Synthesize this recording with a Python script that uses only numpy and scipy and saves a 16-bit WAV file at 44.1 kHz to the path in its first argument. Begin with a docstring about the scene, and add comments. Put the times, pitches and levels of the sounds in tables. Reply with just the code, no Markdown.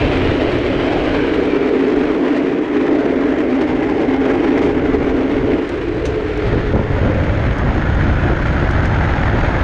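"""A hollow drone and a gritty scrub: a drift trike slides through a mountain bend on coarse asphalt.
The road drives the resonances of its hollow plastic wheels, which groan by stick-slip friction and
flick stones against the frame. The trike straightens and gathers speed; the frame knocks as the rider
shifts and shudders over uneven road. Turbulent wind buffets and rushes over the rider's microphone
and sings near the end; a limiter holds the peaks."""
import sys
import numpy as np
from scipy import signal
from scipy.fft import rfft, irfft, next_fast_len
from scipy.io import wavfile
from scipy.ndimage import uniform_filter1d, minimum_filter1d, map_coordinates

SR = 44100
rng = np.random.default_rng(int(sys.argv[2]) if len(sys.argv) > 2 else 0)


def transcribe(u):
    """Save the signal u as a 16-bit wav file named by the first command-line argument.

    u: samples, shape (n,) or (channels, n), limited to [-1, 1]; the rate is SR.
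    q: integer samples, one column per channel.
    """
    v = np.clip(np.atleast_2d(u).T, -1, 1)
    q = np.round(v * 32767).astype(np.int16)
    wavfile.write(sys.argv[1], SR, q)


N = 424683
VIBRATION_HOLD = 0.61  # how far a driven vibration is evened out, 0-1

# sideways slip of the rear wheels: t/s, share of sliding, share of hard skid
WHEEL_SLIP = [(0, 0.68, 0.95), (1.15, 0.64, 0.73), (1.55, 0.93, 0.42), (2.4, 0.98, 0.01), (5.2, 0.94, .02),
              (5.56, 0.8, 0.28), (5.65, 0.15, 0.27), (6.48, 0.03, 0.39), (6.75, 0.23, 0.04)]
# spectrum of plastic carving over stone: f/Hz, level/dB
CARVE_SPECTRUM = [(300, -24.5), (700, -3.5), (1000, -0.2), (1250, -3.5), (1450, -2.5), (2100, -3),
                  (2650, -10), (3000, -11.5), (4500, -29), (6500, -33), (12000, -72.5)]


def wheel_drone(road, bite_db, straight):
    """Forced resonance: the road drives the hollow wheels; sliding favours their lower modes."""
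    # wall and cavity modes: f/Hz, width/Hz, sliding level/dB, rolling level/dB
    modes = [(143, 45, -20, -22), (193.7, 40, -15.5, -15), (266.9, 31.6, 2, -14.5),
             (299.1, 47.3, -0.2, -4.5), (355, 50, -4.5, -5), (414, 39, -3.6, -8), (448.6, 41, -7.8, -9),
             (492.4, 73, -22, -8), (578, 75, -14, -16), (670, 79, -18.5, -20.5), (789, 44, -18, -31),
             (901, 146, -29.5, -28)]
    # surges and sags as weight shifts on the wheels: centre t/s, duration/s, gain/dB
    loads = [(.42, .2, 2), (1.05, 0.26, -0.5), (1.68, .3, 0), (2.25, .2, 1), (2.68, .16, -4.5),
             (2.93, .16, 2), (3.68, 0.13, -2), (3.88, 0.16, -1), (4.53, 0.15, 1.5), (5.22, 0.16, 0.5),
             (5.52, 0.29, 4), (6.34, .12, -1), (6.84, 0.092, -2)]
    sliding, skid = curves(WHEEL_SLIP)
    rings = np.array([resonance(hz, width) for hz, width, _, _ in modes])
    mode_hz, _, slide_db, roll_db = np.transpose(modes)

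    def mix(vibrations):
        roll, slide = (amp(db) @ vibrations / np.std(amp(db) @ rings) for db in (roll_db, slide_db))
        return blend(roll, slide, sliding)

    bite_gain = amp(1.7 * np.outer(mode_hz / 1000, bite_db))  # higher modes answer most to a hard bite
    drone = mix(rings * bite_gain) * steadying(mix(rings), VIBRATION_HOLD)
    level_db = -20.5 + 8 * sliding - 0.34 * skid - 13 * straight
    return amp(level_db + swells(loads) + .35 * road) * drone


def gliding_tones():
    """Narrow-band noise: the wheels groan, and near the end the wind sings higher as speed grows."""
    # gliding bands of tone, the last one wind: start t/s, end t/s, start f/Hz, end f/Hz, width/Hz, level/dB
    bands = [(0, 1.249, 560, 589, 170, -28), (.75, 1.202, 758, 654, 300, -26.5),
             (1.1, 2.2, 460.8, 369.8, 124, -19.5), (1, 1.35, 1595, 1566, 300, -32),
             (.9, 1.8, 2260, 2330, 170, -38.5), (.3, 1.4, 3120, 3030, 240, -42),
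             (6.38, 6.76, 3600, 3600, 2200, -46.5), (2.799, 3.901, 600, 580, 130, -29.5),
             (3.5, 4.898, 785, 804, 130, -32), (3, 5.601, 2030, 2160, 380, -41),
             (2.88, 3.15, 640, 620, 170, -31), (5.6, 6.301, 325.6, 345.2, 66, -25),
             (4.4, 5.65, 420, 445, 69, -28), (5.7, 7.02, 428, 423, 43, -23.5),
             (6.85, 7.45, 520, 560, 160, -25.5), (7.5, 9.9, 1430, 1520, 390, -32),
             (8.5, 9.9, 730, 870, 280, -30)]
    track = np.zeros(N)
    for start, end, from_hz, to_hz, width_hz, db in bands:
        progress = np.linspace(0, 1, round((end - start) * SR))
        flutter = filtered(noise(), lambda f: 1 / (1 + (2 * f / width_hz) ** 4))
        baseband = flutter[:len(progress)] + 1j * flutter[-len(progress):]
        phase = 2 * np.pi * np.cumsum(from_hz + (to_hz - from_hz) * progress) / SR
        band = (baseband * np.exp(1j * phase)).real
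        envelope = np.abs(np.sin(np.pi * progress)) ** 0.55
        add(track, start, amp(db) * unit(band * steadying(band, VIBRATION_HOLD)) * envelope)
    return track


def scrub(road, bite_db, straight):
    """Sliding friction: plastic tears over the stone tips, louder and brighter in a hard skid."""
    # spectrum of a hard skid: f/Hz, level/dB
    skid_spectrum = [(300, -19.5), (600, 5.5), (1100, -3), (1600, -3), (2300, -1), (3100, -6.5),
                     (4200, -15.5), (5500, -27.5), (8000, -42), (12000, -76.5)]
    sliding, skid = curves(WHEEL_SLIP)
    level_db = -34.5 + 4 * sliding + 7.5 * skid + straight
    contact = lambda: patchy(blend(noise(), impacts(per_s=1800, spread_db=4), 0.56), depth_db=1.24)
    rub = blend(coloured(contact(), CARVE_SPECTRUM), coloured(contact(), skid_spectrum), skid)
    return amp(level_db + bite_db + 1.7 * road * (1 - .5 * skid)) * rub


def wind(straight):
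    """Turbulence: eddies buffet the microphone; at speed, vortex shedding throbs and the air rushes."""
    # buffeting, weakest in the slow middle of the bend: t/s, level/dB
    airflow = [(0, -17.5), (.45, -24.5), (1.25, -25.5), (1.7, -35.5), (2.6, -41), (3, -35.5), (4.55, -31),
               (6.3, -24.5), (7.05, -15), (9.63, -15.5)]
    # gusts and lulls: centre t/s, duration/s, gain/dB
    gusts = [(.29, 0.17, 5.5), (2.04, 0.26, 11.5), (3.72, .2, 5), (4.28, .2, 4), (4.88, 0.83, 6.5),
             (5.45, .3, 5), (5.64, 0.21, -8), (6.1, .14, 5), (6.52, 0.29, 5.5), (6.8, 0.32, -3)]
    # spectra of the eddies and of the airstream: f/Hz, level/dB
    eddy_spectrum = [(10, -14.5), (25, -5.5), (55, 0), (90, -2.5), (125, -3.5), (165, -10), (250, -15),
                     (400, -25.5), (800, -38.5), (2000, -86)]
    rush_spectrum = [(120, -12), (200, -6), (265, 8.5), (335, 7), (440, -12.5), (530, 8), (730, 5),
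                     (840, 3), (1150, -1.5), (1370, 2.5), (1720, 2), (1950, -1.5), (2450, -8),
                     (2800, -14.5), (3300, -14), (4100, -22), (6000, -34), (6600, -26.5), (7500, -50.5),
                     (12000, -86)]
    airflow_db, = curves(airflow)
    gust_db = swells(gusts)
    eddies = unit(filtered(coloured(noise(), eddy_spectrum), lambda hz: 1 / (1 + (hz / 2000) ** 4)))
    throb = unit(resonance(centre_hz=97, width_hz=88))
    eddies = blend(eddies, throb, .35 * straight ** 2)
    eddies = unit(eddies * steadying(eddies, hold=.3))
    buffet = amp(airflow_db + gust_db + wobble(14)) * eddies
    rush_db = -24.5 + speed_gain_db(db_per_s=1.7) + 0.6 * gust_db
    flutter = unit(amp(1.7 * eddies + 1.5 * wobble(170) + 0.41 * wobble(25)))
    rush = coloured(patchy(noise(), depth_db=1.03), rush_spectrum)
    return buffet + straight * amp(rush_db) * flutter * rush


def knocks():
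    """Damped free vibration: the frame thumps and rebounds as the rider shifts."""
    # blows to the frame: t/s, level/dB
    blows = [(6.734, -3), (6.76, -9.5), (6.79, -7.5), (6.811, -11.5), (8.626, -7.5)]
    # frame modes: f/Hz, relative level/dB, T60/s
    modes = [(69, -3, 0.13), (121, -5, 0.09), (213, -1, 0.07), (385, -4.5, 0.055), (548, -2.5, 0.045),
             (917, -7.5, 0.024)]
    track, t = np.zeros(N), np.arange(SR // 4) / SR
    for s, db in blows:
        thump = np.zeros(len(t))
        for hz, mode_db, t60 in modes:
            decay = amp(mode_db + rng.normal(0, 1.7) - 60 * t / t60)
            thump += decay * np.sin(2 * np.pi * (hz * t + rng.random()))
        add(track, s, amp(db) * thump * attack(t, rise_s=0.0013))
    return track


def shudders():
    """Forced vibration: uneven road shakes the frame into short rumbles."""
    # shakes: centre t/s, duration/s, level/dB
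    shakes = [(6.55, 0.15, -17), (6.757, 0.095, -17), (7.065, .18, -16.5), (7.678, 0.17, -19.5),
              (7.78, 0.1, -18.5), (8.093, .12, -18.5), (8.288, .2, -18.5), (8.637, .09, -19),
              (9.353, 0.11, -17.5)]
    # spectrum of the shaken frame: f/Hz, level/dB
    spectrum = [(50, -6), (130, 1), (220, 1), (330, -1), (450, -10), (700, -11.5), (1050, -18.5),
                (1500, -41), (4000, -77.5)]
    envelope = swells([(s, length, amp(db)) for s, length, db in shakes])
    rumble = coloured(noise(), spectrum)
    return envelope * unit(rumble * steadying(rumble, VIBRATION_HOLD))


def bumps():
    """Impact noise: the plastic wheels slap over coarse spots in the asphalt."""
    # slaps: t/s, level/dB
    slaps = [(1.039, -23), (2.812, -25), (3.283, -22), (3.823, -26), (4.551, -23), (4.58, -27),
             (6.054, -20), (8.674, -14), (8.854, -17)]
    track, t = np.zeros(N), np.arange(SR // 10) / SR
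    t60 = 0.019
    for s, db in slaps:
        add(track, s, amp(db - 60 * t / t60) * attack(t, rise_s=0.00092))
    return track * coloured(noise(), CARVE_SPECTRUM)


def stones():
    """Impact transients: each stone cracks brightly, then rattles as it breaks or skips away."""
    # stones crunched and flicked against the frame: t/s, level/dB, rise/s, rattle T60/s
    hits = [(.586, -35.5, .0007, .03), (3.385, -34, .002, .05), (3.617, -36, 0.0011, .04),
            (4.579, -34, .001, .05), (4.61, -29, .01, 0.23), (4.925, -37, 0.0069, .12),
            (5.692, -31, .0005, 0.035), (5.946, -40, 0.00056, .03), (6.054, -23, 0.00069, 0.13),
            (6.374, -32.5, .001, .05), (7.583, -32, 0.0006, 0.037), (7.947, -35, 0.00091, 0.045),
            (8.71, -30.5, 0.001, 0.054), (8.855, -28.5, 0.00075, .04)]
    # spectra of the first crack and of stone clacking on metal: f/Hz, level/dB
    crack_spectrum = [(1500, -10), (4500, 1), (6200, 8.5), (7500, -1), (9800, -6), (11000, -17.5),
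                      (12000, -29), (15000, -27)]
    clack_spectrum = [(500, -14.5), (1500, 6.5), (3000, 9), (4600, 0), (5400, 2), (6300, 4), (7300, -7.5),
                      (8600, -12), (9500, -13), (10400, -21), (12000, -38), (15000, -41)]
    crack_db, crack_t60, rattle_db = -2.5, 0.011, -6
    cracks, rattles, t = np.zeros(N), np.zeros(N), np.arange(SR // 3) / SR
    for s, db, rise_s, t60 in hits:
        onset = amp(db) * attack(t, rise_s)
        add(cracks, s, onset * amp(crack_db - 60 * t / crack_t60))
        add(rattles, s, onset * amp(rattle_db - 60 * t / t60))
    cracks *= coloured(noise(), crack_spectrum)
    rattles *= amp(2 * wobble(300)) * coloured(noise(), clack_spectrum)
    return cracks + rattles


def grit(road, bite_db, straight):
    """Shot noise: loose grains crackle in clumps where the road is rough."""
    # spectrum of the grains: f/Hz, level/dB
    spectrum = [(1000, -24.5), (2200, 1.5), (4000, 8.5), (5500, 1), (6300, -5.5), (7200, -7), (8600, -10),
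                (9300, -18), (10200, -18), (11500, -32), (15000, -51.5)]
    sliding, skid = curves(WHEEL_SLIP)
    level_db = -50 + 0.3 * sliding + 6 * skid - 6 * straight + speed_gain_db(db_per_s=1.5)
    clumps_db = (1.66 + 0.8 * (sliding - skid)) * road
    grains = patchy(blend(noise(), impacts(per_s=730, spread_db=3), 0.5), depth_db=1.5)
    return amp(level_db + 1.1 * bite_db + clumps_db) * coloured(grains, spectrum)


def dust_sizzle(road, bite_db):
    """Micro-impacts: the finest dust sizzles under the wheels, most at the end of the slide."""
    # course of the sizzle: t/s, level/dB
    levels = [(2.4, -95), (2.9, -80), (3.3, -85), (4.4, -79), (5.5, -77), (5.65, -98)]
    # spectrum of the dust: f/Hz, level/dB
    spectrum = [(7000, -25), (10500, -2.5), (12000, -1), (15500, -7)]
    level_db, = curves(levels)
    dust = blend(noise(), impacts(per_s=400, spread_db=5.5), .7)
    return amp(level_db + bite_db + 2.5 * road) * coloured(dust, spectrum)


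def wheel_bite():
    """Friction varies with contact: a gain in dB that follows grip and jumps on rough asphalt."""
    # the wheels bite harder or go light: centre t/s, duration/s, gain/dB
    bites = [(.05, 0.4, 2), (2.64, 0.19, -1.5), (2.98, 0.52, 1.3), (4.29, 0.23, 0.3), (4.745, .1, -3),
             (5.02, 0.19, -1.5), (5.5, 0.41, -1.9), (5.95, 0.53, -1.6), (6.49, 0.16, 2), (6.8, 0.23, -3),
             (7.25, .5, 2.5)]
    # scrapes across rough patches: start t/s, duration/s, gain/dB
    patches = [(1.079, 0.027, 2), (1.132, 0.044, 2.5), (1.383, .03, 1.5), (1.656, .04, 1.5),
               (2.243, 0.056, 1.5), (2.355, .03, 3.5), (2.93, 0.051, -0.5), (3.05, 0.022, 4),
               (3.392, .042, 1), (3.608, 0.023, 5.5), (4.001, 0.032, 3), (4.247, .027, 4.5),
               (4.291, 0.031, 4.5), (4.342, 0.033, 2.5), (4.44, 0.06, 2), (4.541, 0.061, 3.5),
               (4.61, 0.11, 3), (4.925, 0.043, 3.5), (5.087, 0.045, 2)]
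    edge_s, corners = 0.0088, []
    for s, length, db in patches:
        corners += [(s, 0), (s + edge_s, db), (s + length - edge_s, db), (s + length, 0)]
    return swells(bites) + curves(sorted(corners))[0]


def resonance(centre_hz, width_hz):
    """Noise rings through two equal resonators in series, drifting in pitch and strength."""
    peak = lambda f: 1j * f * width_hz / (centre_hz ** 2 - f * f + 1j * f * width_hz)
    clock = np.cumsum(1 + .007 * wobble(3))  # changing load bends the pitch
    ring = filtered(noise(), lambda f: peak(f) ** 2)
    return map_coordinates(ring, [clock], order=1, mode="mirror") * amp(0.49 * wobble(5))


def steadying(x, hold):
    """Self-limiting gain: a driven vibration is fed when weak and checked when strong."""
    power = np.abs(uniform_filter1d(unit(x) ** 2, size=2600)) + .01
    return power ** (-hold / 2)


def speed_gain_db(db_per_s):
    """Level growth once the trike gathers speed, from 6.4 s on."""
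    return db_per_s * np.maximum(0, np.arange(N) / SR - 6.4)


def impacts(per_s, spread_db):
    """Poisson train of tiny blows of uneven size, at rms 1."""
    blows = (rng.random(N) < per_s / SR) * rng.choice([-1, 1], N)
    return unit(blows * amp(spread_db * np.clip(noise(), -2, 2)))


def patchy(x, depth_db):
    """Spectral modulation: colour drifts in patches a few hundred Hz wide."""
    spectra = signal.stft(x, nperseg=1024)[2]
    field = uniform_filter1d(rng.standard_normal(spectra.shape), size=5, axis=0)
    field = uniform_filter1d(field, size=12, axis=1)
    return unit(signal.istft(spectra * amp(depth_db * unit(field)), nperseg=1024)[1][:N])


def coloured(x, spectrum):
    """x shaped by points of f/Hz, level/dB, at rms 1."""
    f, db = np.transpose(spectrum)
    return unit(filtered(x, lambda hz: amp(np.interp(np.log(hz + 1), np.log(f), db))))


def filtered(x, response):
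    """x passed through a frequency response."""
    size = next_fast_len(N + SR // 2)
    return irfft(rfft(x, size) * response(np.fft.rfftfreq(size, 1 / SR)), size)[:N]


def swells(rows):
    """Sum of raised-cosine pulses, each with its centre, duration and height."""
    t = np.arange(N) / SR
    return sum(top * np.cos(np.pi * np.clip((t - s) / span, -.5, .5)) ** 2 for s, span, top in rows)


def curves(rows):
    """Linear interpolation of each column after the time, one value a sample."""
    s, *columns = np.transpose(rows)
    return [np.interp(np.arange(N) / SR, s, column) for column in columns]


def wobble(per_s):
    """A smooth random curve with per_s knots a second."""
    return map_coordinates(rng.standard_normal(int(N * per_s / SR) + 4), [np.arange(N) * per_s / SR])


def attack(t, rise_s):
    """Gaussian onset from 0 to 1."""
    return 1 - np.exp(-(t / rise_s) ** 2)


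def blend(a, b, share):
    """Equal-power mix with the given share of b."""
    share = np.clip(share, 0, 1)
    return np.sqrt(1 - share) * a + np.sqrt(share) * b


def add(track, s, sound):
    """Superpose a sound on the track at time s."""
    part = track[round(s * SR):][:len(sound)]
    part += sound[:len(part)]


def noise():
    """White noise."""
    return rng.standard_normal(N)


def amp(db):
    """Decibels to gain."""
    return 10 ** (np.asarray(db) / 20)


def unit(x):
    """Scale to rms 1."""
    return x / np.sqrt(np.mean(x ** 2) + 1e-20)


def scene():
    """Common excitation: one road modulates drone, scrub, grit and dust; wind rises after the bend."""
    # the trike leaves the bend and faces the wind: t/s, share of straight running
    bend_exit = [(6.3, 0.3), (6.6, 0.52), (7.15, 0.76)]
    straight, = curves(bend_exit)
    road = unit(.65 * wobble(20) + 1.5 * wobble(55) + 1.7 * wobble(160))  # coarse to fine unevenness
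    bite_db = wheel_bite()
    tones = wheel_drone(road, bite_db, straight) + gliding_tones()
    rasp = scrub(road, bite_db, straight) + grit(road, bite_db, straight) + dust_sizzle(road, bite_db)
    return (tones + rasp + bumps() + stones() + knocks() + shudders() + wind(straight))[None]


def record(dry):
    """Peak limiting: a fast gain dip holds the peaks, then a steep low-pass ends the band."""
    ceiling_db, cutoff_hz = -3.8, 15700
    needed_gain = np.minimum(1, amp(ceiling_db) / (np.abs(dry[0]) + 1e-9))
    gain = uniform_filter1d(minimum_filter1d(needed_gain, size=400), size=300)
    low_pass = signal.ellip(10, .1, 90, cutoff_hz, fs=SR, output="sos")
    return signal.sosfilt(low_pass, dry[0] * gain)[None]


dry = scene()
out = record(dry)
transcribe(out)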